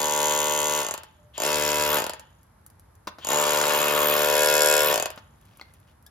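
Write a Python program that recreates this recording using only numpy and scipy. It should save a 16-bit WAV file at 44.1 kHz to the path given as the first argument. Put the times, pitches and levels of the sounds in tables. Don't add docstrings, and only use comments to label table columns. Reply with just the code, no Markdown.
import sys
import numpy as np
from scipy import signal
from scipy.fft import rfft, irfft, next_fast_len
from scipy.io import wavfile
from scipy.ndimage import uniform_filter1d, map_coordinates

SR = 44100
rng = np.random.default_rng(int(sys.argv[2]) if len(sys.argv) > 2 else 0)


def store_wav(level_fs):
    pcm = np.round(np.clip(np.atleast_2d(level_fs), -1, 1) * 32767)
    wavfile.write(sys.argv[1], SR, pcm.T.astype(np.int16))


N = 269010

# (pressed [s], released [s], coasting time constant [s], dry friction [blows per second])
TRIGGER_PULLS = [(-.1969, .8101, .1826, 12.52), (1.3302, 1.964, .1767, 11.37),
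                 (3.1985, 4.9157, .1917, 17.7)]
# (frequency [Hz], relative level [dB])
CLACK_SPECTRUM = [(700, -17), (1400, -0.5), (1650, 1.5), (1900, -4), (2250, -2), (2550, -5.5), (2900, -1),
                  (3400, -2), (4000, -6.5), (6000, -21.5)]
# (frequency [Hz], relative level [dB])
CHISEL_SPECTRUM = [(2500, -54), (4000, -12.5), (4700, -7.5), (5350, -5.5), (5900, -11.5), (6500, -1),
                   (7100, 2.5), (7800, -3.5), (9000, -5.5), (10500, -5), (13000, -54)]
FULL_RATE = 75


def amp(db):
    return 10 ** (np.asarray(db) / 20)


def unit(x):
    return x / np.sqrt(np.mean(x ** 2) + 1e-20)


def along(points, hz):
    f, v = np.transpose(points)
    return np.interp(np.log(hz + 1), np.log(f + 1), v)


def at(rows, times):
    s, *cols = np.transpose(rows)
    return [np.interp(times, s, c) for c in cols]


def filtered(x, response):
    size = next_fast_len(N + SR // 2)
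    return irfft(rfft(x, size) * response(np.fft.rfftfreq(size, 1 / SR)), size)[..., :N]


def ring(x, spectrum, size=8192):
    cepstrum = irfft(np.log(amp(along(spectrum, np.fft.rfftfreq(size, 1 / SR)))))
    cepstrum[1:size // 2] *= 2
    cepstrum[size // 2 + 1:] = 0
    body = irfft(np.exp(rfft(cepstrum)))
    return signal.oaconvolve(x, body / np.linalg.norm(body))[:N]


def modes(rows, size=6000):
    t = np.arange(size) / SR
    sound = sum(amp(db - 60 * t / t60) * np.sin(2 * np.pi * hz * t) for hz, db, t60 in rows)
    return sound / np.linalg.norm(sound)


def place(times, shapes):
    index = np.round(np.asarray(times) * SR).astype(int)[:, None] + np.arange(shapes.shape[1])
    inside = (index >= 0) & (index < N)
    return np.bincount(index[inside], shapes[inside], N)


def pushes(times, db):
    return place(times, amp(db)[:, None])


def bursts(times, db, fresh, rise, decay, tail_db, tail, size=1100):
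    t = np.arange(size) / SR
    turn = 2 * np.pi * times[:, None] / 5
    pattern = np.cos(turn) * rng.standard_normal(size) + np.sin(turn) * rng.standard_normal(size)
    fresh = np.clip(fresh * np.ones(len(times)), 0, 1)[:, None]
    noise = np.sqrt(1 - fresh) * pattern + np.sqrt(fresh) * rng.standard_normal(pattern.shape)
    onset = 1 - np.exp(-(t / rise) ** 2)
    fall = np.exp(-t / decay) + amp(tail_db) * np.exp(-t / tail)
    shapes = noise * onset * fall
    return place(times, shapes * (amp(db) / np.linalg.norm(shapes, axis=1))[:, None])


def glide(row):
    start, length, from_hz, to_hz, db = row
    progress = np.clip((np.arange(N) / SR - start) / length, 0, 1)
    phase = 2 * np.pi * np.cumsum(from_hz + (to_hz - from_hz) * progress) / SR
    swell = np.sqrt(np.abs(np.sin(np.pi * progress)))
    return amp(db) * swell * np.sin(phase)


def wavering(x, speed_hz=45, depth_db=4):
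    knots = rng.standard_normal(int(N * speed_hz / SR) + 4)
    return x * amp(depth_db * map_coordinates(knots, [np.arange(N) * speed_hz / SR]))


def hammer():
    # (time [s], skid [0-1])
    skid_curve = [(0, 0.54), (.62, 0.4), (.76, 0.51), (1.45, 0.63), (1.85, 0.55), (1.95, 1), (3.35, 0.84),
                  (3.56, 0.97), (3.68, 0.98), (4.2, 0.78), (4.4, 0.5), (4.8, 0.6), (4.9, 0.79)]
    # (middle [s], half length [s], strength [0-1])
    glances = [(1.926, 0.059, 0.84), (3.763, 0.049, 0.7), (4.09, 0.225, 0.92), (4.872, 0.042, 1)]
    # (time [s], level of the body [dB])
    bearing = [(2.3, 0), (3.2, -12), (3.25, -9), (3.275, -4), (3.31, -1), (3.35, 0.5)]
    # (time [s], level [dB])
    spot = [(.4, -2.5), (.8, -2.5), (1.6, -3.5), (1.87, -3), (1.93, 3.5), (1.98, -3), (2.03, -2.5),
            (3.3, 4), (3.45, 5), (3.65, 5), (3.8, 3.5), (4.15, 3), (4.6, -2)]
    times, rate = blows()
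    fast = rate > 62
    skid = np.clip(at(skid_curve, times)[0], 0, 1)
    glance = sum(strength * np.exp(-((times - s) / half) ** 2) for s, half, strength in glances)
    level = strengths(times, rate, skid, glance)
    for part in ("thump", "knock", "housing", "stone"):
        level[part] = level[part] + at(bearing, times)[0]
    level["stone"] = level["stone"] + at(spot, times)[0]

    def scatter(db):
        return db * skid * fast * rng.standard_normal(len(times))

    slip = skid ** 2
    times = times + .00007 * slip * rng.standard_normal(len(times))
    drift = unit(uniform_filter1d(rng.standard_normal(len(times)), size=5))
    times = times + .00008 * slip * drift
    thump = body_thump(times, rate, level, slip, scatter)
    clatter = casing(times, fast, level["housing"], scatter)
    clatter += stone(times, level["stone"], slip, scatter)
    clatter += shank(times, level["clack"], skid, scatter)
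    clatter += clack(times, fast, level["clack"], slip, scatter)
    clatter += chisel(times, level["chisel"], slip, scatter)
    clatter += seated(times, level["chisel"] + scatter(2.2))
    clatter += chatter(times[fast], skid[fast])
    clatter += singing(times)
    clatter += grit(times, fast, level["grit"], skid, scatter)
    clatter += tip_song(times, level["grit"], glance)
    return thump, clatter


def blows():
    # (time [s], speed [blows per second])
    cruise = [(.8, 74.987), (1.5, 75.026), (3.3, 74.4), (4.2, 74.4), (4.4, 75.03)]
    free_rate, spin_up_s = 109, .113
    times, rates = [], []
    for pressed, released, coast, friction in TRIGGER_PULLS:
        t = np.arange(pressed, released + .5, 1 / SR)
        spin_up = free_rate * (1 - np.exp((pressed - t) / spin_up_s))
        driven = np.minimum(at(cruise, t)[0], spin_up)
        slowing = np.exp(-np.maximum(t - released, 0) / coast)
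        rate = np.maximum((driven + friction) * slowing - friction, 0)
        strikes = np.flatnonzero(np.diff(np.floor(np.cumsum(rate) / SR)))
        strikes = strikes[t[strikes] > 0]
        times.append(t[strikes])
        rates.append(rate[strikes])
    return np.concatenate(times), np.concatenate(rates)


def strengths(times, rate, skid, glance):
    # (time [s], level [dB])
    force = [
        [(0.02, -35.5), (0.094, -37), (0.214, -34), (0.526, -35), (0.786, -35), (0.79, -34.5)],
        [(1.47, -30), (1.496, -31), (1.926, -31.5), (1.96, -31)],
        [(3.33, -30.5), (3.396, -31.5), (4.728, -27.5), (4.91, -29)],
    ]
    response = { "shake": (-21.5, 0.56, 8, 7.5, -0.5, 3), "thump": (-4, 1.15, 0.45, 5.5, -0.5, 2),
                "knock": (-6.5, 2.5, -4.5, 3, -7, 2.3), "housing": (-8.5, 0.5, 3.5, 4.5, 0, -0.5),
                "stone": (-9, 0.52, 1.5, 4.5, 5, 1), "clack": (-4, 1.02, -1.5, 2.5, 0.5, 7),
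                "chisel": (-2, 0.74, -5, 1.5, -7, 1.3), "grit": (-11, 0.82, -0.5, 1.44, 2.5, 2.5), }
    # (time [s], level [dB])
    contact = [(.79, 1.5), (.825, -3), (.87, -1), (.912, -0.5), (.942, 1.5), (.98, -2), (1.035, 4.5),
               (1.33, -0.5), (1.98, 0), (2.03, -2), (2.1, -0.5), (2.14, 0), (2.2, 3), (3.2, 0), (4.95, 0),
               (5.0, 0), (5.057, 1.5), (5.104, 3)]
    usual_force_db = -32
    stall_rate, stall_loss_db = 20.44, 15
    seat_loss_db, seat_s = 34.5, 0.01693
    force_db = at(np.vstack(force), times)[0] - usual_force_db
    halvings = np.log2(FULL_RATE / rate)
    stall_db = stall_loss_db / (1 + (rate / stall_rate) ** 10)
    seat_db = sum(seat_loss_db * np.exp(-np.abs(times - pressed) / seat_s)
                  for pressed, _, _, _ in TRIGGER_PULLS)
    shared_db = at(contact, times)[0] - stall_db
    level = {}
    for part, (db, per_force, skid_db, slow_db, glance_db, seating) in response.items():
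        handling_db = per_force * force_db + skid_db * skid + glance_db * glance
        level[part] = db + handling_db - slow_db * halvings + shared_db - seating * seat_db
    return level


def grip_levels(times):
    # (time [s], housing level [dB], barrel level [dB], shake level [dB])
    grip = [(.25, 4, 0, 0.5), (.78, .5, -3, 0), (1.46, -0.5, -3, .5), (1.58, -3, -6.5, 2),
            (1.75, -7, -1, 2.5), (1.88, 0, -4, 0.5), (1.99, 0, -2.5, 2), (3.36, 3.5, -1, 0.5),
            (3.52, .5, 0.5, -4), (3.7, -0.5, -5, -3), (3.8, -2, -2.5, -2), (4.1, -4, -5, 1.5),
            (4.22, -4, -6, -1.5), (4.45, -2.5, -1.5, -2.5), (4.78, -8, -3.5, -6), (4.9, -2.5, -3.5, -3)]
    return at(grip, times)


def body_thump(times, rate, level, slip, scatter):
    # (frequency [Hz], relative level [dB])
    thump_spectrum = [(150, -45), (300, -25), (375, -1), (450, 4), (525, 4), (600, 4), (675, -4),
                      (750, -0.5), (825, -5.5), (950, -34.5), (1400, -67)]
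    shake_spectrum = [(20, -60), (45, -33), (75, -11), (150, -6), (225, 0.5), (300, 0.5), (380, -10),
                      (600, -49)]
    recoil = times + .0008
    rattle = bursts(recoil, level["thump"] - 10.0, 0.11 + slip, 0.0019, 0.036, -6.5, 0.036)
    thump = ring(pushes(recoil, level["thump"] + scatter(0.25)) + rattle, thump_spectrum)
    shake_grip_db = grip_levels(times)[2]
    shake = ring(pushes(recoil, level["shake"] + shake_grip_db + scatter(1.0)), shake_spectrum)
    return thump + shake + knocks(times, rate, level["knock"]) + drumming(recoil)


def knocks(times, rate, level_db):
    # (frequency [Hz], relative level [dB])
    knock_spectrum = [(150, -47.5), (300, -21), (520, -9.5), (600, -10), (632, 5.5), (670, -6.5),
                      (790, -4.5), (1000, -15.5), (2000, -36.5), (6000, -74)]
    slack = np.clip(1 - (rate / FULL_RATE) ** 12, 1e-3, 1)
    return ring(pushes(times, level_db + 20 * np.log10(slack)), knock_spectrum)


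def drumming(recoil):
    # (from [s], to [s], level [dB])
    hollow = (1.5, 1.92, -20)
    # (frequency [Hz], relative level [dB])
    drum_spectrum = [(30, -37), (60, -11), (75, -4.5), (95, -5), (150, -22.5), (300, -29)]
    start, end, db = hollow
    loose = recoil[(recoil > start) & (recoil < end)]
    return ring(pushes(loose, np.full(len(loose), db)), drum_spectrum)


def casing(times, fast, level_db, scatter):
    # (frequency [Hz], relative level [dB])
    housing_spectrum = [(500, -56.5), (750, -5.5), (825, -0.5), (895, 5), (945, -9.5), (1050, -22),
                        (1600, -52.5)]
    barrel_spectrum = [(500, -65), (800, -38), (935, -5.5), (972, -5), (1010, -9), (1200, -39),
                       (2000, -64.5)]
    scatter_db = 1.8
    housing_grip_db, barrel_grip_db, _ = grip_levels(times)
    push = times - 0.001 * fast
    housing = ring(pushes(push, level_db + housing_grip_db + scatter(scatter_db)), housing_spectrum)
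    barrel = ring(pushes(push, level_db + barrel_grip_db + scatter(scatter_db)), barrel_spectrum)
    return housing + barrel


def stone(times, level_db, slip, scatter):
    # (frequency [Hz], relative level [dB])
    stone_spectrum = [(600, -35), (950, -13.5), (1050, 2.5), (1112, 7.5), (1200, -5), (1270, 2.5),
                      (1350, -19.5), (1425, -1), (1550, -23), (2500, -55.5)]
    impulse = pushes(times, level_db - 8.0 + scatter(0.91))
    crackle = bursts(times, level_db - 3.5, .5 * slip, 0.0001, 0.0017, -1.6, 0.0058)
    return ring(impulse + crackle, stone_spectrum)


def shank(times, level_db, skid, scatter):
    # (frequency [Hz], relative level [dB], t60 [s])
    shank_modes = [(1280, -5.5, 0.039), (1385, 2, 0.047), (1660, -5.5, 0.035), (1812.3, 0, 0.068),
                   (2534, 2, 0.05), (2670, 6, 0.035), (2747, -1.5, 0.049), (5180, 3.5, 0.0075),
                   (7630, -10, 0.014)]
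    return signal.oaconvolve(pushes(times, level_db - 7 - skid + scatter(2.2)), modes(shank_modes))[:N]


def clack(times, fast, level_db, slip, scatter):
    landing_db = level_db - 3 - 3.55 * fast + scatter(0.59)
    sound = bursts(times, landing_db, 0.044 + 1.1 * slip, 0.000078, 0.0025, -1.8, 0.013)
    piston_db = (level_db + scatter(2.1))[fast]
    sound += bursts(times[fast] - .0013, piston_db - 5.5, slip[fast], .0001, 0.00054, -13.0, 0.0048)
    sound += bursts(times[fast] - .0033, piston_db - 5.0, slip[fast], .0001, 0.0002, -16.5, 0.012)
    return ring(sound, CLACK_SPECTRUM)


def chisel(times, level_db, slip, scatter):
    crack = bursts(times, level_db + 3 + scatter(1.4), .1 + slip, .0005, .0006, -21, .005)
    return ring(crack, CHISEL_SPECTRUM)


def seated(times, level_db):
    # (from [s], to [s], pitch [Hz], half width [share of the pitch], level [dB])
    seats = [(0, .93, 2047, 0.0352, -13), (0, .93, 2750, 0.056, -16.5), (0, .93, 6660, 0.0897, 0.5),
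             (1.44, 2.0, 1188, 0.013, -16), (1.44, 2.0, 2052, 0.017, -15), (1.44, 2.007, 2544, 0.011, -16),
             (1.44, 2.0, 2730, 0.0233, -21), (1.44, 2.11, 5300, 0.0457, -12.5),
             (3.2, 3.43, 6930, 0.032, -1), (4.12, 4.85, 1401, 0.028, -7), (4.295, 4.85, 1660, 0.029, -12.5),
             (4.349, 4.85, 2175, 0.0237, -14.5), (4.144, 4.95, 5370, 0.054, -4),
             (4.33, 4.85, 7800, 0.065, -1.5), (4.36, 4.84, 11280, .06, -2)]
    sound = np.zeros(N)
    for start, end, hz, width, db in seats:
        held = (times > start) & (times < end)
        peak = [(hz * (1 + k * min(width, .2)), -5 * k * k) for k in (-4, -1, 0, 1, 4)]
        sound += ring(pushes(times[held], level_db[held] + db), peak)
    return sound


def chatter(times, skid, count=3):
    when = (times[:, None] + rng.random((len(times), count)) / FULL_RATE).ravel()
    db = np.repeat(20 * np.log10(skid ** 2 + 1e-3), count)

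    def contacts():
        return bursts(when, db - 11.5, 1, .0002, .0012, -14, .005)

    dull = ring(contacts(), CLACK_SPECTRUM)
    bright = ring(contacts(), CHISEL_SPECTRUM)
    return dull + bright


def singing(times):
    # (from [s], to [s], frequency [Hz], t60 [s], level of each blow [dB])
    sing = (3.65, 5.0, 2546, 0.25, -12.5)
    start, end, hz, t60, db = sing
    loose = times[(times > start) & (times < end)]
    kicks = bursts(loose, np.full(len(loose), db), 1, .0001, .001, -20, .003)
    return signal.oaconvolve(kicks, modes([(hz, 0, t60)]))[:N]


def grit(times, fast, level_db, skid, scatter):
    # (frequency [Hz], relative level [dB])
    grit_spectrum = [(7000, -10.5), (10000, 6.5), (11300, 8.5), (12600, 3.5), (13700, 8), (14400, -19.5),
                     (15200, -14), (16300, -32)]
    sound = bursts(times, level_db + 1 + scatter(2), .6 + skid, .0005, .0005, -21, .005)
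    sound += bursts(times[fast] - .0018, level_db[fast] - 0.5, 1.0, 0.0012, 0.0011, -10.5, 0.013)
    return ring(sound, grit_spectrum)


def tip_song(times, grit_db, glance):
    # (frequency [Hz], relative level [dB])
    tip_spectrum = [(12000, -44.5), (13300, 2), (13700, 5), (14100, -11), (15500, -36)]
    song_db = grit_db - 12 + 21 * glance
    return ring(bursts(times, song_db, 0.41, 0.00041, 0.00046, -23.5, 0.0059), tip_spectrum)


def motor():
    # (frequency [Hz], relative level [dB])
    whirr_spectrum = [(300, -20), (700, -10), (1500, -11), (2300, -11), (2800, -2), (3050, 4.5), (3450, -2),
                      (3700, -5), (4200, -13), (6000, -22), (7000, -14), (7700, -22), (15000, -32)]
    lag_s, rise_s, fade_db_per_s = .001, 0.014, 85
    t = np.arange(N) / SR
    level = np.zeros(N)
    for pressed, released, _, _ in TRIGGER_PULLS:
        rise = (1 - np.exp(-np.maximum(t - pressed - lag_s, 0) / rise_s)) ** 2
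        level += rise * amp(-fade_db_per_s * np.maximum(t - released, 0))
    return amp(-43) * level * unit(ring(rng.standard_normal(N), whirr_spectrum))


def run_out(count=7):
    # (delay after release [s], length [s], from [Hz], to [Hz], level before wavering [dB])
    whine_row = (.185, .115, 915, 860, -58.5)
    # (frequency [Hz], relative level [dB])
    gear_spectrum = [(5500, -32), (6600, 3), (7000, 5), (7300, -11), (8200, -41.5)]
    first_tick_s, spacing_s, first_db, loss_per_tick_db = 0.28, 0.027, -46, 0.5
    delay, *whine = whine_row
    k = np.arange(count)
    sound = np.zeros(N)
    for _, released, _, _ in TRIGGER_PULLS:
        sound += wavering(glide((released + delay, *whine)))
        ticks = released + first_tick_s + spacing_s * (k + rng.uniform(-.3, .3, count))
        sound += ring(pushes(ticks, first_db - loss_per_tick_db * k), gear_spectrum)
    return sound


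def taps():
    # (time [s], level [dB])
    tap_rows = [(3.0714, -23), (3.0754, -7), (3.086, -28), (3.097, -27)]
    # (frequency [Hz], relative level [dB], t60 [s])
    tap_modes = [(972, -8, 0.028), (1063, 13, 0.019), (1240, 1.5, 0.022), (2030, -11, .03),
                 (3170, -20, .05), (3350, -8, .05)]
    s, db = np.transpose(tap_rows)
    return signal.oaconvolve(pushes(s, db), modes(tap_modes))[:N]


def bumps():
    bump_rows = [(3.072, -19, 1150, -23, 0.0099), (3.185, -32, 660, 3, 0.022),
                 (5.176, -31, 626, 5.5, 0.0122), (5.597, -41, 1230, 6, 0.0016),
                 (5.613, -33, 2090, 9.5, 0.0016), (5.623, -44, 2090, 0, .004)]
    # (frequency [Hz], relative level [dB])
    lump_spectrum = [(80, -14), (300, -3), (1000, 0), (1400, -1), (2200, -8), (3500, -7), (7000, -14),
                     (15000, -25)]
    # (multiple of its pitch, relative level [dB], t60 [s])
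    shard_modes = [(.45, -13, .018), (.62, -12, .015), (1, 5, 0.028), (1.16, -11, .02), (1.93, -3, .012),
                   (2.07, 5, 0.0152)]
    s, db, _, _, length = np.transpose(bump_rows)
    crunch = ring(bursts(s, db + 13.5, 1.0, 0.000091, length[:, None], -21, 0.018), lump_spectrum)
    clinks = []
    for _, peak_db, hz, ring_db, _ in bump_rows:
        shard = modes([(k * hz, level, t60) for k, level, t60 in shard_modes])
        clinks.append(amp(peak_db + 8 + ring_db) * shard)
    return crunch + place(s, np.array(clinks))


def chips(count=90):
    # (time [s], nominal peak [dB])
    chip_rows = [(2.4311, -53.5), (2.6635, -41.5), (2.701, -50), (2.796, -48.5), (2.953, -54), (5.16, -47),
                 (5.413, -57), (5.453, -54), (5.572, -48), (5.738, -51), (5.8008, -58), (6.0256, -56),
                 (6.065, -44)]
    # (frequency [Hz], relative level [dB])
    chip_spectrum = [(800, -4.5), (2500, -16.5), (5000, -7), (7500, 0.5), (11000, 6.5), (16000, -14)]
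    s, db = np.transpose(chip_rows)
    ticks = bursts(s, db + 19.5, 0.68, .0001, 0.00117, -8, 0.0077)
    when, size = rng.random((count, 2)).T
    crumbs = bursts(when * N / SR, -56 + 13 * size, 0.84, .0001, .0006, -26.5, .006)
    return ring(ticks + crumbs, chip_spectrum)


def rustle(count=2500):
    # (middle [s], half length [s], level [dB])
    rustle_rows = [(5.5, 0.12, -68), (5.694, 0.15, -69.5), (5.9, 0.041, -70)]
    # (frequency [Hz], relative level [dB])
    cloth_spectrum = [(500, -8), (1500, -8.5), (2500, -2), (3300, -2), (4200, -9), (8000, -14),
                      (15000, -21)]
    t = np.arange(N) / SR
    when, size = rng.random((count, 2)).T
    grains = unit(ring(bursts(when * N / SR, 12 * size, 1, .0004, .002, -20, .005), cloth_spectrum))
    return grains * sum(amp(db) * np.exp(-((t - s) / half) ** 2) for s, half, db in rustle_rows)


def squeak():
    # (time [s], length [s], from [Hz], to [Hz], level [dB])
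    partials = [(6.061, .021, 1655, 1680, -55), (6.062, .015, 3100, 3900, -56),
                (6.062, .014, 4500, 5600, -56)]
    return sum(glide(row) for row in partials)


def hum():
    # (time [s], length [s], from [Hz], to [Hz], level before wavering [dB])
    hum_row = (1.15, .16, 600, 595, -63)
    return wavering(glide(hum_row))


def ports(x):
    # (frequency [Hz], left minus right [dB])
    level_difference = [(60, 0.5), (110, 2), (200, -2.5), (380, 1.5), (700, 4.5), (1290, 3), (2380, 2.5),
                        (4400, 6.5), (8120, 0), (15000, -0.5)]
    # (frequency [Hz], phase by which the left port leads [rad])
    phase_lead = [(0, 0), (300, .2), (1400, .9), (2100, .6), (3400, 1.6), (4400, .9), (5300, 0),
                  (6800, -1.3), (7600, -2.3), (9000, -3.1), (10200, -3.9), (12000, -5.6), (13200, -6.2)]
    half = np.array([[.5], [-.5]])
    return filtered(x, lambda hz: amp(half * along(level_difference, hz))
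                    * np.exp(1j * half * along(phase_lead, hz)))


def yard(x):
    # (frequency [Hz], t60 [s])
    decay_times = [(100, 0.5), (500, 0.33), (1500, 0.49), (5000, 0.24), (8000, 0.05), (14000, 0.15)]
    side_spectrum = [(200, -4.5), (1000, -0.5), (3000, 0.0), (10000, 7.5), (14000, -10.0)]  # (Hz, dB)
    hz, t, z = signal.stft(rng.standard_normal((2, SR)), SR, nperseg=256)
    decay = amp(-60 * t / along(decay_times, hz)[:, None]) * (1 - np.exp(-t / 0.00063))
    tail = signal.istft(z * decay, SR, nperseg=256)[1]
    mid, side = signal.fftconvolve(x[None], tail / np.linalg.norm(tail[0]), axes=1)[:, :N]
    side = filtered(side, lambda hz: amp(along(side_spectrum, hz)))
    return np.array([mid + side, mid - side])


def outdoors():
    # (frequency [Hz], relative level [dB])
    air_spectrum = [(15, -67.5), (25, -46), (47, -1.5), (80, 4), (317, -15.5), (405, -18), (560, -18.5),
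                    (607, -16), (695, -20), (887, -15.5), (1650, -22), (2760, -34), (8360, -41.5),
                    (11300, -31), (16000, -56.5)]
    # (time [s], nominal level [dB])
    background_level = [(1.1, -61), (2.5, -60.5), (5.3, -59), (6.1, -61)]
    side_spectrum = [(100, -19.5), (500, -0.5), (2000, -4.5), (9000, 5.0), (14000, -0.5)]  # (Hz, dB)
    mid, side = [unit(ring(noise, air_spectrum)) for noise in rng.standard_normal((2, N))]
    side = filtered(side, lambda hz: amp(along(side_spectrum, hz)))
    level_db = at(background_level, np.arange(N) / SR)[0] + 3.0
    return amp(level_db) * np.array([mid + side, mid - side])


def scene():
    thump, clatter = hammer()
    tool = clatter + motor() + run_out()
    debris = taps() + bumps() + chips() + rustle() + squeak() + hum()
    echo = filtered(tool + debris, lambda hz: amp(-15.0) * np.exp(-2j * np.pi * hz * .0103))
    direct = ports(thump + tool + debris + echo)
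    tail = yard(amp(-15.5) * thump + amp(-11.5) * tool + amp(-15.0) * debris)
    return direct + tail + outdoors()


def record(dry):
    top_hz = 16500
    return filtered(dry, lambda hz: hz ** 4 / (hz ** 4 + 32 ** 4) * np.clip((top_hz - hz) / 600, 0, 1))


dry = scene()
out = record(dry)
store_wav(out)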